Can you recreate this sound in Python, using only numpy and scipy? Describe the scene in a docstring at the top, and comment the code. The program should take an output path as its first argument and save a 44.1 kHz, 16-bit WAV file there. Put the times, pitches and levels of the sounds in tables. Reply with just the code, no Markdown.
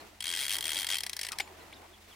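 """A bird chirps once over a low hum and water washing along the hull of a boat on a river.
A reel buzzes as a hooked fish pulls line in surges: the drag's pawl snaps over its teeth, slows to single
clicks with a falling squeak, and stops with a clack of the tackle that leaves a thin metal ring.
Soft water puffs follow, and the far bird chirps on. Snaps and knocks are noise bursts that excite decaying
modes; water, squeak and puffs are filtered noise; hum, ring and chirps are sine tones that waver."""
import sys
import numpy as np
from scipy import signal
from scipy.fft import rfft, irfft
from scipy.io import wavfile

SR = 44100
rng = np.random.default_rng(int(sys.argv[2]) if len(sys.argv) > 2 else 0)


def wrap_up_sound(samples):
    """Save the sound to the file named by the first command line argument, as 16-bit audio."""
    columns = np.atleast_2d(samples).T
    # keep every value between -1 and 1, then stretch to whole-number steps
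    tamed = np.clip(columns, -1, 1)
    steps = np.round(tamed * 32767).astype(np.int16)
    wavfile.write(sys.argv[1], SR, steps)


N = 94815
TIME = np.arange(N) / SR


def amp(db):
    """Amplitude ratio of a level in decibels."""
    return 10 ** (np.asarray(db) / 20)


def evened(x):
    """Scales a signal to unit root mean square."""
    return x / np.sqrt(np.mean(x ** 2) + 1e-20)


def read(points, hz):
    """Interpolates a spectrum along a logarithmic frequency axis."""
    f, value = np.transpose(points)
    return np.interp(np.log(hz + 1), np.log(f + 1), value)


def add(mix, s, sound):
    """Superposition: mixes a sound in at time s, trimmed to the mix."""
    at = round(s * SR)
    sound = sound[..., max(-at, 0):]
    part = mix[..., max(at, 0):][..., :sound.shape[-1]]
    part += sound[..., :part.shape[-1]]


def wander(hz):
    """Slow random fluctuation: noise under a Gaussian low-pass, with unit root mean square."""
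    spectrum = rfft(rng.standard_normal(N))
    low_pass = np.exp(-(np.fft.rfftfreq(N, 1 / SR) / hz) ** 2)
    return evened(irfft(spectrum * low_pass, N))


def pair(same):
    """Partly coherent white noise for two ears, from a common and an opposed component."""
    a, b = rfft(rng.standard_normal((2, N)))
    likeness = np.clip(read(same, np.fft.rfftfreq(N, 1 / SR)), -1, 1)
    mid = a * np.sqrt((1 + likeness) / 2)
    side = b * np.sqrt((1 - likeness) / 2)
    return irfft(np.array([mid + side, mid - side]), N)


def coloured(x, points, power=1, size=4096):
    """Minimum-phase filtering: a causal response whose phase follows from its log magnitude."""
    log_gain = power * np.log(amp(read(points, abs(np.fft.fftfreq(size, 1 / SR)))))
    taps = np.fft.ifft(np.exp(np.conj(signal.hilbert(log_gain)))).real[:size // 2]
    return signal.fftconvolve(x, np.atleast_2d(taps) if x.ndim > 1 else taps)[..., :N]


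def hum():
    """Random modulation: low tones waver in phase and strength."""
    # low partials of the hum (frequency [Hz], mid level [dB])
    partials = [(36, -71), (60, -74.5), (84, -65), (210, -73.5)]
    out = np.zeros(N)
    for hz, db in partials:
        phase = 2 * np.pi * (hz * TIME + rng.random()) + wander(2.3)
        out += amp(db + 1.5 * wander(9)) * np.sqrt(2) * np.sin(phase)
    return out


def gurgling(x):
    """Time-frequency modulation: small patches of the wash are raised and lowered at random."""
    depth_db, width_hz, width_s = 2.5, 43.7, 0.025
    hz, s, z = signal.stft(x, SR, nperseg=1024, noverlap=768)
    blur_hz = np.exp(-((hz - hz.mean()) / width_hz) ** 2)
    blur_s = np.exp(-((s - s.mean()) / width_s) ** 2)
    blur = np.outer(blur_hz, blur_s)
    patches = evened(signal.fftconvolve(rng.standard_normal(blur.shape), blur, "same"))
    z = z * evened(amp(depth_db * np.clip(patches, -2, 2)))
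    return signal.istft(z, SR, nperseg=1024, noverlap=768)[1][:, :N]


def river():
    """Turbulent flow as broadband noise: a restless wash with finer hiss above it."""
    # spectrum of the flowing water (frequency [Hz], relative density [dB per Hz])
    water_colour = [(30, -22), (60, -13.5), (250, -8), (330, 0), (520, -7), (640, -3.5), (850, -2.5),
                    (1500, -9), (1950, -7.5), (3500, -12), (5500, -16), (16000, -23.5)]
    # likeness of the water at the two ears (frequency [Hz], coherence [-1 to 1])
    water_likeness = [(60, 0.72), (640, 0.5), (1400, 0.31)]
    # swell of the water (time [s], gain of the wash [dB], gain of the hiss [dB])
    swell = [(0, -46.5, -51), (.17, -62, -57), (.3, -53, -62), (.7, -50, -46.5), (1.15, -60, -53.5),
             (1.36, -51, -52.5), (1.83, -53, -55), (1.96, -60.5, -56.5), (2.12, -56.5, -53.5)]
    noise = evened(coloured(pair(water_likeness), water_colour))
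    s, wash_db, hiss_db = np.transpose(swell)
    low = signal.sosfiltfilt(signal.butter(2, 1500, fs=SR, output="sos"), noise)
    wash_gain = amp(np.interp(TIME, s, wash_db) + 1.83 * wander(20))
    hiss_gain = amp(np.interp(TIME, s, hiss_db) + 0.95 * wander(48))
    return gurgling(low) * wash_gain + (noise - low) * hiss_gain


def squeak_and_water_puffs():
    """Narrow-band noise on a gliding carrier: a falling squeak as the reel slows, then soft water puffs."""
    # squeak, gurgle and splash (time [s], start frequency [Hz], glide [octaves/s], length [s], level [dB])
    glides = [(1.304, 1480, -11, 0.037, -46.5), (1.493, 350, 4, 0.029, -56.5),
              (1.726, 2500, 48, 0.011, -48.5)]
    relative_width = .12  # bandwidth as a share of the start frequency
    out = np.zeros(N)
    for s, hz, glide, length, db in glides:
        age = np.maximum(TIME - s, 0)
        u = 2 * age / length
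        turns = np.cumsum(hz * 2 ** (glide * np.minimum(age, 2 * length))) / SR
        envelope = wander(hz * relative_width) + 1j * wander(hz * relative_width)
        band = envelope * np.exp(2j * np.pi * turns)
        out += amp(db) * u * np.exp(1 - u) * band.real  # strongest at half the length
    return out


def bird():
    """Frequency modulation: far chirps rise a little, fall further, and jitter slightly hoarsely."""
    # chirps (time [s], length [s], crest frequency before jitter [Hz], peak level [dB])
    calls = [(-.012, .03, 4400, -53), (1.589, 0.039, 4170, -58.5), (1.741, 0.038, 3820, -55),
             (1.912, 0.048, 3530, -54.5), (2.1, 0.042, 3400, -53.5)]
    bend, crest = .36, .35  # curvature of the pitch arch, and its top as a share of the length
    out, waver = np.zeros(N), wander(223)
    for s, length, top_hz, db in calls:
        u = np.clip((TIME - s) / length, 0, 1)
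        hz = top_hz * (1 - bend * (u - crest) ** 2 + 0.029 * waver)
        out += amp(db) * np.sin(np.pi * u ** 1.8) * np.sin(2 * np.pi * np.cumsum(hz) / SR)
    return out


def snaps(rows):
    """Impact noise: each blow is a short scrape, a burst of chatter and a loose, lumpy rattle, then its echo."""
    # likeness of the reel's noise at the two ears (frequency [Hz], coherence [-1 to 1])
    reel_likeness = [(200, 0.27), (3200, 0.99), (7000, 0.73), (15000, 0.8)]
    scrape_share, scrape_db = 0.28, 1.5  # the pawl rides up a tooth, then snaps down
    rattle_s, rattle_db, lumps_db = 0.011, -19, 9.5
    patchy_db = 1.47  # every snap has its own colour
    bounce_s, bounce_db, bounce_spread = 0.0046, -12, 0.22  # echo off the side of the boat
    lead = 200  # samples ahead of the snap, for the scrape
    t = np.arange(-lead, SR // 10) / SR
    before, after = np.minimum(t, 0), np.maximum(t, 0)
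    out, noise, lumps = np.zeros((2, N)), pair(reel_likeness), wander(400)
    for s, db, length in rows:
        part = rng.integers(N - len(t)) + np.arange(len(t))
        scrape = amp(scrape_db) * np.exp(before / (scrape_share * length))
        chatter = np.exp(-after / length)
        rattle_gain = amp(rattle_db + lumps_db * np.tanh(lumps[part]))
        rattle = (t > 0) * rattle_gain * np.exp(-after / rattle_s)
        shape = np.hypot(np.where(t < 0, scrape, chatter), rattle)
        burst = rfft(shape * noise[:, part])
        patches = signal.resample(rng.standard_normal(size=20), burst.shape[1])
        burst = irfft(burst * amp(patchy_db * patches), len(t))
        # the left ear's energy is set by the envelope, not by chance
        blow = 0.61 * amp(db) * burst * np.linalg.norm(shape) / np.linalg.norm(burst[0])
        delay = bounce_s * (1 + bounce_spread * rng.standard_normal())
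        add(out, s - lead / SR, blow)
        add(out, s - lead / SR + delay, amp(bounce_db) * blow)
    return out


def struck(rows, colour, modes, column):
    """Modal excitation: blows pass through a body and ring its modes, each time a little differently."""
    rise_s, detune_share, uneven_db = .0006, 0.01, 2  # modes swell quickly and vary from blow to blow
    out, t = coloured(snaps(rows), colour), TIME[:SR // 10]
    swell = 1 - np.exp(-t / rise_s)
    for s, db, _ in rows:
        for mode in modes:
            detune, uneven = rng.standard_normal(2)
            turns = mode[0] * (1 + detune_share * detune) * t + rng.random()
            level = amp(db + mode[column] + uneven_db * uneven - 60 * t / mode[1])
            add(out, s - rise_s, level * swell * np.sin(2 * np.pi * turns))
    return out


def clack():
    """Impact and free decay: the tackle knocks, and a small metal part rings on."""
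    # knocks of the tackle (time [s], relative level [dB], decay to 1/e [s])
    knocks = [(1.329, -30.5, 0.0066), (1.3996, -24, .0018), (1.4014, -18, .001), (1.4042, -15, .0015),
              (1.476, -40.5, 0.0023), (1.727, -41, .004)]
    # spectrum of a knock (frequency [Hz], gain [dB])
    knock_colour = [(150, -25), (830, 1), (1250, -5.5), (1600, 0.5), (2400, 7), (3600, 0), (5000, -0.5),
                    (6500, -14), (8800, -5), (16000, -24)]
    # modes of the knocked tackle (frequency [Hz], t60 [s], level relative to the blow [dB])
    tackle_modes = [(796, 0.03, -17.5), (2242, 0.02, -4)]
    ring_s, ring_hz, ring_t60, ring_db, waver_rad = 1.4128, 7090, 0.16, -48.5, 0.41
    out = struck(knocks, knock_colour, tackle_modes, column=2)
    phase = 2 * np.pi * ring_hz * TIME + waver_rad * wander(150)
    add(out, ring_s, amp(ring_db - 60 * TIME / ring_t60) * np.sin(phase))
    return out


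def rebounding(rows):
    """Secondary impact: after each snap the loose pawl ticks again, faintly, at a chance delay."""
    mean_delay_s, top_db, decay_s = .012, -16.5, 0.00074
    chance = rng.random((len(rows), 2))
    ticks = []
    for (s, db, _), (late, weak) in zip(rows, chance):
        ticks.append((s + mean_delay_s * (.5 + late), db + top_db - 10 * weak, decay_s))
    return rows + ticks


def drag():
    """Ratchet excitation: one snap for each tooth that passes the pawl, then the last single clicks."""
    # speed of the slipping spool (time [s], tooth rate [1/s])
    speed = [(0.185, 41.7), (0.242, 63.3), (0.277, 91.3), (0.354, 78.9), (0.409, 141.0), (0.432, 136.8),
             (0.473, 56.0), (0.52, 109.9), (0.541, 109.0), (0.589, 36.6), (0.649, 75.5), (0.685, 82.8),
             (0.734, 69.7), (0.767, 96.5), (0.806, 104.5), (0.868, 31.7), (0.906, 86.8), (0.927, 107.7),
             (1.009, 33.9)]
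    # the pawl's snaps during the run (time [s], relative level [dB], gain of the top treble [dB])
    pull = [(.2, -24.5, -3), (.29, -22.5, -5.5), (.335, -21.5, -8), (.38, -22.5, -3), (.44, -23, .5),
            (.5, -19.5, -1), (.59, -23, 2), (.74, -22, -1.5), (.81, -23, 0), (.93, -19.5, -6),
            (1.01, -21.5, -0.5)]
    # single clicks as the spool slows (time [s], relative level [dB], decay to 1/e [s])
    clicks = [(1.0353, -20, 0.0024), (1.0655, -21, 0.0032), (1.0961, -21.5, 0.0023),
              (1.1322, -22.5, 0.0022), (1.1669, -22.5, 0.003), (1.1923, -22.5, 0.0034),
              (1.2139, -21.5, 0.0032), (1.2329, -22, 0.0033), (1.2496, -26.5, 0.0056),
              (1.2676, -24, 0.0025), (1.2873, -24.5, 0.0031), (1.3198, -22, 0.0027),
              (1.3866, -20.5, 0.0022)]
    # spectrum of a snap when running (frequency [Hz], gain [dB])
    run_colour = [(150, -38), (400, -26), (930, -5.5), (1200, -9.5), (1700, 1), (2600, 0), (4400, 2),
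                  (6900, -5), (10300, 1), (11800, -8.5), (15000, -10), (16000, -28)]
    # spectrum of a single click (frequency [Hz], gain [dB])
    click_colour = [(400, -13.5), (900, -4.5), (1300, -13), (1750, 3.5), (2600, -1.5), (5400, 1.5),
                    (6800, -8.5), (8200, -3), (10500, -1.5), (11600, -12), (12600, -9.5), (16000, -20)]
    # modes of the reel (frequency [Hz], t60 [s], relative level running [dB], relative level ticking [dB])
    reel_modes = [(1973, 0.077, -24.5, -25), (2190, 0.041, -21.5, -23), (3235, 0.031, -7, -14),
                  (4020, 0.024, -49, -16), (4390, 0.0056, -7.5, -8), (8740, 0.013, -8.5, -11),
                  (14230, 0.012, -16.5, -27)]
    uneven_db, peak_lag_s, treble_hz = 0.76, 0.00037, 9900
    snap_s, snap_spread = 0.0028, 0.21  # median decay to 1/e, and its log spread
    teeth = np.cumsum(np.interp(TIME, *np.transpose(speed), left=0, right=0)) / SR
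    at = TIME[1:][np.diff(np.floor(teeth)) > 0] - peak_lag_s
    s, pull_db, treble_db = np.transpose(pull)
    db = np.interp(at, s, pull_db) + uneven_db * rng.standard_normal(len(at))
    length = snap_s * np.exp(snap_spread * rng.standard_normal(len(at)))
    run = struck(rebounding(list(zip(at, db, length))), run_colour, reel_modes, column=2)
    high_pass = signal.butter(2, treble_hz, "high", fs=SR, output="sos")
    treble = signal.sosfiltfilt(high_pass, run)
    brightened = run + treble * (amp(np.interp(TIME, s, treble_db)) - 1)
    return brightened + struck(rebounding(clicks), click_colour, reel_modes, column=-1)


def scene():
    """Interaural level difference: the reel and tackle sit mostly to the left amid the river."""
    # tilt of the reel and tackle to the left (frequency [Hz], level difference before each ear's share [dB])
    reel_tilt = [(200, -1), (1300, 1.5), (3200, 3.5), (5200, 4.5), (7400, 4), (8700, 3), (11000, -2),
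                 (12600, 11.5)]
    background = river() + squeak_and_water_puffs() + hum() + bird()
    left, right = drag() + clack()
    tackle = np.array([coloured(left, reel_tilt, power=0.66), coloured(right, reel_tilt, power=-0.2)])
    return background + tackle


def record(dry):
    """Band limitation: a linear-phase low-pass removes the highest treble."""
    edge_hz = 15900
    taps = signal.firwin(511, edge_hz, window=("kaiser", 9), fs=SR)
    return signal.oaconvolve(dry, taps[None], "same")


dry = scene()
out = record(dry)
wrap_up_sound(out)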